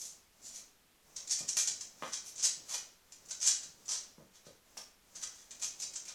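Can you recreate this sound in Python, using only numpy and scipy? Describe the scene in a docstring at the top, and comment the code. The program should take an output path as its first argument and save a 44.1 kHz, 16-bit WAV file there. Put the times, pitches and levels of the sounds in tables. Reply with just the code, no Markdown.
"""Small dog playing with a ball

A few metres away in a bedroom, a dog's claws tick on the laminate floor and skid in hissy bursts
as they stick and slip. Now and then the ball or a paw knocks, and the floor rings.
The bare room echoes every sound. A low rustle follows the play, over a faint steady hiss."""
import sys
import numpy as np
from scipy import signal
from scipy.fft import rfft, irfft
from scipy.io import wavfile

SR = 44100
rng = np.random.default_rng(int(sys.argv[2]) if len(sys.argv) > 2 else 0)


def dump_mix(stems):
    """Bounce the given channels to the path in sys.argv[1] as a 16-bit WAV at rate SR."""
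    frames = np.atleast_2d(stems).T  # one column per channel
    limited = np.clip(frames, -1, 1)  # hard clip at full scale
    pcm = np.round(limited * 32767).astype(np.int16)
    wavfile.write(sys.argv[1], SR, pcm)


N = 271038

# The tone of the steady hiss and of the rustle. Each row: frequency in Hz, relative level in dB.
HISS_TONE = [(15, -1), (25, -5.5), (74, -6.5), (125, -17.5), (183, -8), (307, -13), (382, -12.5),
             (592, -14.5), (2650, -16.5), (8570, -21.5), (11000, -22), (14800, -22.5), (17000, -49)]
RUSTLE_TONE = [(30, -7.5), (100, -4), (200, -2.5), (400, -4.5), (600, -2.5), (1200, -9), (3000, -20.5),
               (10000, -19.5)]
# How long the room rings. Each row: frequency in Hz, seconds to fade by 60 dB.
ROOM_FADE = [(150, 0.36), (500, 0.3), (1500, 0.43), (4000, 0.47), (6500, 0.35), (10000, 0.33),
             (16000, 0.18)]
# The notes of a struck floor. Each row: pitch in Hz, relative level in dB, seconds to fade by 60 dB.
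FLOOR_NOTES = [(190, -5.5, 0.058), (245, -16, 0.099), (318, 5.5, 0.015), (569, -6, 0.08), (670, 4.5, 0.016),
               (930, 2, 0.011), (1220, 2.5, 0.021), (1720, 12.5, 0.0033), (3060, 19, 0.0012)]
# The ball or a paw hits the floor. Each row: start in seconds, relative level in dB,
# top of its frequency range in Hz (higher for a harder blow).
KNOCKS = [(1.407, -49, 718), (1.570, -54, 2480), (1.681, -60, 457), (2.024, -36, 4610), (2.574, -60, 476),
          (3.659, -62.5, 393), (4.182, -50.5, 624), (4.468, -51, 654), (4.771, -48, 12950)]
# The tone of a claw, a floorboard and the fizz of a claw's tip.
# Each row: frequency in Hz, relative level in dB.
CLAW_TONE = [(300, -45), (1500, -24), (3000, -16), (4200, -10.5), (5200, -3), (6100, 0.5), (7100, -1.5),
             (8000, -5.5), (9200, -13.5), (10200, -22), (13000, -50), (17000, -81)]
BOARD_TONE = [(80, -17), (250, -40), (500, -5.5), (900, -4), (1700, -4), (2700, -2), (4500, 2), (9000, -15),
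              (16000, -50)]
FIZZ_TONE = [(2000, -73), (4000, 1.5), (7000, 0.5), (9200, 7.5), (10400, 4), (11500, 1.5), (13800, -6),
             (15500, -28), (17000, -38)]
# A claw lands. Each row: time in seconds, relative level in dB, hardness in dB (more board and fizz).
TICKS = [(1.1632, -30.5, -1), (1.2745, -34.5, -3), (1.3091, -25, -7), (1.4925, -35, 4), (1.5689, -19, 7),
         (1.6741, -23.5, -1), (1.8091, -30.5, 1.5), (2.134, -37, -4), (2.3575, -38, -4), (2.393, -37.5, -8),
         (2.426, -28, -3), (2.7416, -26.5, 8), (3.1217, -41, 6.5), (3.286, -44, 3), (3.2949, -40.5, 4),
         (3.3082, -37.5, 3), (3.4017, -36, 1), (3.5091, -25.5, -6), (3.8566, -43.5, 0),
         (4.7735, -33.5, 6.5), (5.1548, -37.5, -1), (5.2133, -40, 9), (5.5086, -38, -8), (5.5966, -42.5, 8),
         (5.6416, -27.5, 2.5), (5.8206, -31, 3), (5.9358, -37.5, 2), (5.9558, -33.5, -7),
         (6.0528, -39.5, 6), (6.0827, -36, 3)]
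# A paw skids (the faint row at 2.084 s is the ball rolling). Each row: strongest moment in seconds, swell in
# seconds, fade in seconds, relative level in dB, board level and fizz level in dB compared with the claw, board
# pitch in Hz.
SKIDS = [(0.016, .2, 0.1, -45.5, -24, -7.5, 2200), (0.464, 0.044, 0.044, -48.5, -18, -11.5, 2150),
         (0.562, 0.051, 0.044, -48, -16, -9.5, 2140), (1.170, 0.0091, 0.06, -51.5, -9.5, -23, 2250),
         (1.317, .026, 0.028, -31.5, -24, -19, 2330), (1.392, 0.024, 0.026, -41, -14, -14, 2250),
         (1.492, 0.014, 0.0068, -29, -31, -19, 2200), (1.590, 0.017, 0.046, -31.5, -20, -14.5, 2140),
         (1.681, 0.016, 0.011, -33, -25, -25, 2100), (2.084, 0.12, .047, -54, -6.5, -12, 1800),
         (2.142, .02, .01, -34.5, -15.5, -22, 1780), (2.288, 0.062, 0.018, -48, -14, -8, 2400),
         (2.393, 0.022, 0.046, -41.5, -13.5, -29, 2880), (2.453, 0.028, 0.011, -25.5, -19.5, -18.5, 2860),
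         (2.715, .05, .035, -42, -8.5, -9.5, 1020), (2.749, .03, 0.011, -36.5, -9.5, -20, 1010),
         (3.312, .007, 0.011, -36.5, -14, -38, 1710), (3.418, 0.0078, 0.091, -33.5, -18.5, -21, 1700),
         (3.477, 0.021, 0.016, -23.5, -20, -19.5, 1680), (3.530, 0.024, 0.035, -55, -5, -17, 1650),
         (3.640, 0.02, 0.0095, -44.5, -15, -25, 1500), (3.905, 0.026, 0.07, -35, -14.5, -19.5, 1140),
         (4.359, 0.038, .03, -60.5, -7, -14, 1250), (4.469, 0.022, 0.013, -56.5, 0, -7, 1280),
         (5.162, 0.019, .04, -51.5, -6, -12, 1470), (5.238, 0.017, 0.0057, -36, -13, -20, 1440),
         (5.370, 0.072, 0.088, -58.5, -9, -12, 1800), (5.517, 0.012, 0.01, -52, -1.5, -25, 2150),
         (5.63, 0.015, 0.018, -34, -13.5, -21, 2460), (5.804, 0.0066, 0.0042, -39.5, -17, -10, 2450),
         (5.836, 0.042, 0.0081, -39, -17, -30, 2450), (5.962, 0.0072, .015, -39, -14, -38, 2450),
         (6.101, 0.047, 0.024, -52, -1.5, -23, 2490)]

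TREBLE_LIMIT_HZ = 17100


def gain_of(db):
    """Turn decibels into a number to multiply by."""
    return 10 ** (np.asarray(db) / 20)


def unit(x):
    """Scale a sound to a total energy of 1."""
    return x / np.sqrt(np.sum(x ** 2) + 1e-20)


def look_up(table, hz):
    """Read a table between its rows, on a log frequency scale."""
    row_hz, value = np.transpose(table)
    return np.interp(np.log(hz + 1), np.log(row_hz + 1), value)


def add(mix, start_s, sound):
    """Mix a sound in at the given time."""
    part = mix[max(round(start_s * SR), 0):][:len(sound)]
    part += sound[:len(part)]


def noise(tone):
    """Steady noise with the given tone and an average power of 1."""
    gains = gain_of(look_up(tone, np.fft.rfftfreq(N, 1 / SR)))
    shaped = irfft(rfft(rng.standard_normal(N)) * gains, N)
    return shaped / np.sqrt(np.mean(shaped ** 2) + 1e-20)


def ring(tone, size=2048):
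    """How something with this tone rings after one sharp tap."""
    log_gain = np.log(gain_of(look_up(tone, abs(np.fft.fftfreq(size, 1 / SR)))))
    spectrum = np.exp(np.conj(signal.hilbert(log_gain)))  # nothing sounds before the tap
    return unit(np.fft.ifft(spectrum).real[:size // 2])


def resonance(x, hz, width_hz):
    """Keep the part of a sound near one pitch."""
    return signal.lfilter(*signal.iirpeak(hz, hz / width_hz, SR), x)


def house_hiss(level_db=-68):
    """The faint steady hiss of a quiet house."""
    return gain_of(level_db) * noise(HISS_TONE)


def rustle(dog, rustle_db=-66.5, scuff_db=-65.5, busy_db=-52.5, smooth_s=0.19):
    """A low rustle and the scuff of dragging claws rise as the dog moves and sink when it rests."""
    window = unit(signal.windows.hann(round(2 * smooth_s * SR))) ** 2
    power = abs(signal.fftconvolve(dog ** 2, window, "same"))
    busy = np.sqrt(power / (power + gain_of(busy_db) ** 2))  # levels off above busy_db
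    return busy * (gain_of(rustle_db) * noise(RUSTLE_TONE) + gain_of(scuff_db) * noise(CLAW_TONE))


def room(x, early_db=-6, early_count=8, echoes_per_s=4000):
    """A few echoes off floor, wall and furniture, and a dense tail where each pitch fades at its own pace."""
    echoes = rng.standard_normal(SR) * (rng.random(SR) < echoes_per_s / SR)
    echoes *= np.arange(SR) > .004 * SR  # the tail starts after 4 ms
    hz, t, bands = signal.stft(echoes, SR, nperseg=256)
    tail = signal.istft(bands * gain_of(-60 * t / look_up(ROOM_FADE, hz)[:, None]), SR)[1]
    early = np.zeros(len(tail))
    early[(SR * rng.uniform(.001, .02, early_count)).astype(int)] = rng.standard_normal(early_count)
    return x + signal.fftconvolve(x, unit(tail) + gain_of(early_db) * unit(early))[:N]


def knocks(boost_db=24, rattle_s=0.0053, smack=0.89, soft_low_hz=120, soft_high_hz=549):
    """The ball or a paw smacks down twice, rattles the loose boards and makes the floor ring."""
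    out, t = np.zeros(N), np.arange(SR // 4) / SR
    click = t == 0
    floor = unit(sum(gain_of(db - 60 * t / fade_s) * np.sin(2 * np.pi * hz * t)
                     for hz, db, fade_s in FLOOR_NOTES))
    for start_s, db, high_hz in KNOCKS:
        hardness = high_hz / soft_high_hz
        low_hz = soft_low_hz * hardness ** 0.43  # a harder blow sounds thinner
        gap_s = .026 / hardness ** 0.39  # and hits again sooner
        top_hz = np.clip(high_hz, 2 * low_hz, TREBLE_LIMIT_HZ)
        band = signal.butter(2, [low_hz, top_hz], "bandpass", fs=SR, output="sos")
        for delay_s, drop_db in [(0, 0), (gap_s, -3)]:
            rattle = unit(rng.standard_normal(len(t)) * np.exp(-t / rattle_s))
            blow = signal.fftconvolve(click + rattle, floor + smack * click)
            blow = unit(signal.sosfilt(band, blow))
            add(out, start_s + delay_s, gain_of(db + drop_db + boost_db) * blow)
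    return out


def claw_on_board(force, board_db, fizz_db, board_hz):
    """A push rings the claw and the board under it; the claw's tip adds a fine fizz."""
    claw_hz = 6380 * 2 ** (0.2 * rng.uniform(-1, 1))  # each paw has its own pitch
    claw, board = ring(CLAW_TONE), ring(BOARD_TONE)
    claw = claw + 0.77 * resonance(claw, claw_hz, width_hz=1100)
    board = board + 0.81 * resonance(board, board_hz, width_hz=650)
    # the three parts sound independently, so their powers add
    parts = [(0, claw), (board_db, board), (fizz_db, ring(FIZZ_TONE))]
    power = sum(abs(rfft(gain_of(db) * unit(body))) ** 2 for db, body in parts)
    tone = np.transpose([np.fft.rfftfreq(len(claw), 1 / SR), 10 * np.log10(power + 1e-12)])
    return unit(signal.fftconvolve(force, ring(tone)))


def toe_touches(softer_db=-15, spread_db=4, scatter_s=0.019):
    """Another toe touches down lightly near each skid; gives rows like those of TICKS."""
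    chance = rng.standard_normal((len(SKIDS), 2))
    return [(peak_s + scatter_s * when, db + softer_db + spread_db * weight, 0)
            for (peak_s, _, _, db, *_), (when, weight) in zip(SKIDS, chance)]


def claw_ticks(boost_db=18, chatter_s=0.0027, bounces_per_s=4500, board_db=-17.5, fizz_db=-18.5):
    """A claw brushes the floor, lands with a click, then chatters briefly as the weight comes on."""
    out, t = np.zeros(N), np.arange(-SR // 60, SR // 30) / SR
    click, after = t == 0, np.maximum(t, 0)
    for land_s, db, hard_db in TICKS + toe_touches():
        hiss, chance = rng.standard_normal(len(t)), rng.random(len(t))
        brush = unit(hiss * (t < 0) * np.exp(t / .007))
        chatter = unit(hiss * (chance < bounces_per_s / SR) * after * np.exp(-after / chatter_s))
        force = 0.4 * brush + click + 3.0 * chatter
        board_hz = 2020 * 2 ** (0.45 * rng.uniform(-1, 1))  # each spot of floor has its own pitch
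        tick = claw_on_board(force, board_db + hard_db, fizz_db + hard_db, board_hz)
        add(out, land_s + t[0], gain_of(db + boost_db) * tick)
    return out


def claw_skids(catches_per_s=1000, catch_share=0.38, clump_db=3.5, clump_s=.003):
    """Claws stick and slip on the floor's grain, and once the ball rolls faintly: clumps of tiny catches over a
    fine rubbing hiss."""
    out, t = np.zeros(N), np.arange(N) / SR
    grip = gain_of(clump_db * np.interp(t, np.arange(N) * clump_s, rng.standard_normal(N)))
    for peak_s, swell_s, fade_s, db, board_db, fizz_db, board_hz in SKIDS:
        span = (t > peak_s - 2 * swell_s) & (t < peak_s + 2 * fade_s)
        near = t[span]
        pressure = np.exp(-2 * ((near - peak_s) / np.where(near < peak_s, swell_s, fade_s)) ** 2)
        chance, hiss = rng.random(SR)[:len(near)], rng.standard_normal(SR)[:len(near)]
        catches = unit((chance < catches_per_s / SR) * np.sign(hiss) * pressure)
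        rubbing = unit(hiss * pressure)
        force = grip[span] * (np.sqrt(catch_share) * catches + np.sqrt(1 - catch_share) * rubbing)
        skid = claw_on_board(force, board_db, fizz_db, board_hz)
        add(out, near[0], gain_of(db) * np.linalg.norm(pressure) * skid)
    return out


def scene(dog_db=-1.5):
    """The dog in the room, the rustle that follows it, and the hiss of the house."""
    dog = gain_of(dog_db) * room(claw_skids() + claw_ticks() + knocks())
    return (dog + rustle(dog) + house_hiss())[None]


def record(dry):
    """Cut away the very highest treble."""
    low_pass = signal.firwin(511, TREBLE_LIMIT_HZ, window=("kaiser", 9), fs=SR)
    return signal.oaconvolve(dry, low_pass[None], "same")


dry = scene()
out = record(dry)
dump_mix(out)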